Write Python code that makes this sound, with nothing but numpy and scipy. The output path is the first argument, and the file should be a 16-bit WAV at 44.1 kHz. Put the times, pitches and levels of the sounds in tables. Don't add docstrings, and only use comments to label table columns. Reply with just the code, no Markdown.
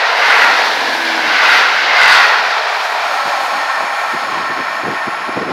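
import sys
import numpy as np
from scipy import signal
from scipy.fft import rfft, irfft, next_fast_len
from scipy.io import wavfile
from scipy.ndimage import uniform_filter1d, map_coordinates

SR = 44100
rng = np.random.default_rng(int(sys.argv[2]) if len(sys.argv) > 2 else 0)


def to_wav(sig):
    pcm = np.clip(np.atleast_2d(sig), -1, 1) * 32767
    pcm = np.round(pcm).astype(np.int16)
    wavfile.write(sys.argv[1], SR, pcm.T)


N = 243431
T = np.arange(N) / SR
SPEED_M_S, SOUND_M_S = 25, 343
TRACK_DISTANCE_M, AXLE_GAP_M = 3.6, 2.5
LOUDEST_LAG_S = 0.013
FAR_STEEL_S = 1.53

# passing time in seconds, ring level in dB, how steeply the ring fades
# with distance, roar level in dB, hiss level in dB, squeal in dB compared with one axle's ring.
BOGIES = [(-.13, -14.5, 1.1, -14, -24, -20), (.37, -7.5, 2.35, -17, -20.5, -29),
          (.62, -18, 2.8, -18, -23, -18), (1.35, -18, 1.5, -29, -42, -17),
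          (1.515, -8, 2.13, -17.5, -16.5, -14), (2.115, -6.5, 1.34, -15.5, -16, -11.5)]
# pitch at rest in Hz, width in Hz, relative level in dB.
WHEEL_NOTES = [(940, 350, -7.5), (1160, 150, -5), (1442, 94, 2), (1534, 290, -3), (1730, 510, -6.5),
               (1990, 140, 0.5), (2150, 250, -10), (2600, 450, -8)]
# pitch at rest in Hz, width in Hz, relative level in dB.
SQUEAL_NOTES = [(4606, 80, 2), (3620, 400, -4)]
# frequency in Hz, relative level in dB.
ROAR_NEAR = [(200, -51), (340, -22.5), (440, -5.5), (580, -5.5), (720, 1.5), (830, 0), (960, 1.5),
             (1220, -8), (1600, -4), (2300, -6.5), (3000, -20), (4500, -31)]
ROAR_FAR = [(200, -72), (380, -16.5), (520, -9), (660, 2), (900, 3), (1200, -2), (1550, -2.5), (2100, -8),
            (2380, -3), (2900, -33), (4500, -26)]
# frequency in Hz, relative level in dB.
HISS_NEAR = [(1500, -16), (2500, 0.5), (3100, 1), (3800, 1.5), (4600, -0.5), (5400, -5.5), (6400, -13),
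             (7800, -23), (9000, -25.5), (10500, -23.5), (13000, -27.5), (15500, -33.5)]
HISS_FAR = [(1500, -4), (2500, -0.5), (3100, -0.5), (4000, -4), (4800, -6), (5500, -7), (5950, -21),
            (7000, -11), (7600, -23.5), (9200, -28.5), (10300, -24), (13000, -26.5), (15500, -38)]
# frequency in Hz, relative level in dB.
RUMBLE = [(25, -40), (60, -27), (110, -19), (170, -11.5), (250, -1), (330, 0), (450, -7), (700, 0)]
# pitch in Hz, width in Hz, level in dB, middle of the swell in seconds, its width in seconds.
RAIL_TONES = [(575, 28, -32, 3.16, 0.36), (794, 41, -26.5, 3.46, 0.53), (1080, 46, -26, 4.26, 1.9),
              (1326, 26, -28, 3.84, 1.25), (1814, 47, -27, 4.2, 0.82), (3550, 170, -57, 2.3, .9),
              (4310, 300, -37, 3.33, 1.23), (5250, 160, -44.5, 3.6, 1.9), (6480, 230, -44, 2.8, 1.7),
              (8550, 330, -51.5, 3.3, .9), (10120, 280, -52, 5.16, 0.34), (10100, 810, -52, 4, .6),
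              (11900, 300, -59, 4.1, 1.2)]
# pitch at rest in Hz, level in dB.
FAN_TONES = [(235, -38.5), (314, -29.5)]
# pitch at rest in Hz, width in Hz, relative level in dB.
OUTLET_NOTES = [(1426, 64, -1.5), (1590, 140, 1), (2220, 57, -4)]
# frequency in Hz, relative level in dB.
WIND = [(25, -36), (60, -25), (120, -5), (220, 0.5), (340, 3.5), (480, -1), (700, -6), (1500, -35),
        (4000, -62)]
# strongest moment in seconds, length in seconds, level in dB.
GUSTS = [(3.272, 0.028, -29), (3.824, 0.057, -35), (4.147, 0.026, -26.5), (4.404, 0.032, -32),
         (4.509, 0.03, -25.5), (4.595, 0.053, -29.5), (4.842, 0.011, -23.5), (4.88, .033, -18),
         (4.92, 0.057, -26.5), (5.079, 0.016, -21), (5.29, 0.017, -24.5), (5.377, 0.019, -16),
         (5.42, 0.019, -18.5), (5.495, 0.06, -22.5)]

LAST_BOGIE_S, FAN_PASSES_S = BOGIES[-1][0], 1.24


def wheels(throb_db=1.0, circumference_m=2.9):
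    far_gain = receding(-19.5, fade_db_per_s=1.96) * np.sqrt(gone(FAR_STEEL_S))
    total = far_gain * doppler(WHEEL_NOTES, LAST_BOGIE_S)
    for pass_s, ring_db, falloff, _, _, squeal_db in BOGIES:
        axle_gain = undb(ring_db) / np.sqrt(2)
        for side in (-.5, .5):
            axle_s = pass_s + side * AXLE_GAP_M / SPEED_M_S
            turns = sent_time(axle_s) * SPEED_M_S / circumference_m + rng.random()
            throb = undb(throb_db * np.sin(2 * np.pi * turns))
            total += axle_gain * throb * nearness(axle_s, falloff) * doppler(WHEEL_NOTES, axle_s)
        squeal = undb(squeal_db) * doppler(SQUEAL_NOTES, pass_s)
        total += axle_gain * nearness(pass_s, falloff + 1) * squeal
    return total


def rail_roar(loss_db_per_m=0.61, flutter_db=0.5, sleeper_db=0.84, sleeper_gap_m=0.63):
    bogie_gains = [undb(roar_db - loss_db_per_m * SPEED_M_S * abs(T - pass_s - LOUDEST_LAG_S))
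                   for pass_s, _, _, roar_db, _, _ in BOGIES]
    far_gain = receding(-16, fade_db_per_s=2.41) * np.sqrt(gone(within_s=0.39))
    roar = together(*bogie_gains) * noise(ROAR_NEAR) + far_gain * noise(ROAR_FAR)
    sleepers = np.sin(2 * np.pi * (T * SPEED_M_S / sleeper_gap_m + 0.33 * wander(8)))
    return roar * undb(flutter_db * wander(30) + sleeper_db * sleepers)


def steel_hiss(treble_hz=7200, all_round_db=-8.5, beam_db=-4.5, air_db=-21.5):
    far_share = gone(FAR_STEEL_S)
    hiss = np.sqrt(1 - far_share) * noise(HISS_NEAR) + np.sqrt(far_share) * noise(HISS_FAR)
    hiss *= flicker(db=0.75, rate_hz=40)
    treble = signal.sosfiltfilt(signal.butter(4, treble_hz, "high", fs=SR, output="sos"), hiss)
    swells = [undb(db) * nearness(pass_s, falloff=1.45) for pass_s, *_, db, _ in BOGIES]
    gain = together(receding(-24, fade_db_per_s=2.75), *swells)
    beams = [undb(db + beam_db) * nearness(pass_s, falloff=2.3) for pass_s, *_, db, _ in BOGIES]
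    air = undb(air_db) * swell(centre_s=0.92, width_s=0.63)
    sizzle = receding(-12, fade_db_per_s=8.5) * gone(within_s=.95) * flicker(db=0.8, rate_hz=24)
    treble_gain = together(gain * undb(all_round_db), air, sizzle, *beams)
    return (hiss - treble) * gain + treble * treble_gain * flicker(db=1.7, rate_hz=12)


def coach_rumble(shake_db=-31.5, drone_db=-30):
    shakes = [undb(ring_db + shake_db) * nearness(pass_s, falloff=1.6) for pass_s, ring_db, *_ in BOGIES]
    drone = undb(drone_db) * swell(FAN_PASSES_S, width_s=0.53)
    gain = together(receding(-41.5, fade_db_per_s=0.62), drone, *shakes)
    return noise(RUMBLE) * gain * flicker(db=3.2, rate_hz=11)


def singing_rails(start_s=3.04, rise_s=0.045):
    total = 0
    for hz, width_hz, db, centre_s, width_s in RAIL_TONES:
        tone = ringing([(hz, width_hz, 0)], size=next_fast_len(N))[:N]
        total += tone * undb(db) * flicker(db=0.9, rate_hz=7) * swell(centre_s, width_s)
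    fade_in = (1 + np.tanh((T - start_s) / rise_s)) / 2
    return total * fade_in


def fan(waver_cycles=0.032, rush_db=-20.0, lead_s=0.12):
    hum = 0
    for hz, db in FAN_TONES:
        cycles = hz * sent_time(FAN_PASSES_S) + waver_cycles * wander(26.3)
        hum += undb(db) * np.sqrt(2) * np.sin(2 * np.pi * cycles)
    rush = undb(rush_db) * doppler(OUTLET_NOTES, FAN_PASSES_S)
    closeness = TRACK_DISTANCE_M / distance_m(FAN_PASSES_S - lead_s)
    return hum * closeness ** 2 + rush * closeness ** 0.64


def wake(after_one_second_db=-68.5, growth=2.7):
    flutter = undb(after_one_second_db) * seconds_behind() ** growth * flicker(db=8, rate_hz=7.8)
    gusts = [undb(db) * swell(centre_s, length_s / 2) for centre_s, length_s, db in GUSTS]
    return together(flutter, *gusts) * noise(WIND) * flicker(db=1, rate_hz=120)


def distance_m(pass_s):
    return np.hypot(TRACK_DISTANCE_M, SPEED_M_S * (T - pass_s))


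def sent_time(pass_s):
    return T - distance_m(pass_s) / SOUND_M_S


def doppler(notes, pass_s):
    sent = sent_time(pass_s)
    positions = (sent - sent[0]) * SR
    at_rest = ringing(notes, size=next_fast_len(N + N // 4))
    return map_coordinates(at_rest, [positions], order=2, mode="wrap")


def nearness(pass_s, falloff):
    return (TRACK_DISTANCE_M / distance_m(pass_s + LOUDEST_LAG_S)) ** falloff


def seconds_behind():
    return np.maximum(T - LAST_BOGIE_S - LOUDEST_LAG_S, 0)


def gone(within_s):
    return 1 - np.exp(-(seconds_behind() / within_s) ** 2)


def receding(db, fade_db_per_s):
    return undb(db - fade_db_per_s * seconds_behind())


def ringing(notes, size):
    freqs = np.maximum(np.fft.rfftfreq(size, 1 / SR), 1)
    power = 0
    for hz, width_hz, db in notes:
        peak = undb(db) ** 2 / (1 + ((freqs - hz) / width_hz) ** 2) ** 3
        power += peak * np.minimum(freqs / hz, 1) ** 2
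    return unit(irfft(rfft(rng.standard_normal(size)) * np.sqrt(power), size))


def noise(points):
    hz, db = np.transpose(points)
    freqs = np.maximum(np.fft.rfftfreq(N, 1 / SR), 1)
    gain = undb(np.interp(np.log(freqs), np.log(hz), db))
    edges = np.minimum(freqs / hz[0], 1) ** 2 * np.minimum(hz[-1] / freqs, 1) ** 2
    return unit(irfft(rfft(rng.standard_normal(N)) * gain * edges, N))


def wander(rate_hz):
    hold = max(int(SR / rate_hz), 2)
    steps = np.repeat(rng.standard_normal(N // hold + 2), hold)
    return unit(uniform_filter1d(uniform_filter1d(steps, hold), hold)[:N])


def flicker(db, rate_hz):
    return undb(db * wander(rate_hz))


def swell(centre_s, width_s):
    return np.exp(-.5 * ((T - centre_s) / width_s) ** 2)


def together(*gains):
    return np.sqrt(sum(gain ** 2 for gain in gains))


def undb(db):
    return 10 ** (np.asarray(db) / 20)


def unit(x):
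    return x / np.sqrt(np.mean(x ** 2))


def scene():
    train = wheels() + rail_roar() + steel_hiss() + coach_rumble() + fan()
    return (train + singing_rails() + wake())[None]


def record(dry, ceiling=0.99, low_cut_hz=60, high_cut_hz=15700):
    clipped = np.clip(dry, -ceiling, ceiling)
    thinned = signal.sosfilt(signal.butter(1, low_cut_hz, "high", fs=SR, output="sos"), clipped)
    return signal.sosfilt(signal.ellip(10, .2, 70, high_cut_hz, fs=SR, output="sos"), thinned)


dry = scene()
out = record(dry)
to_wav(out)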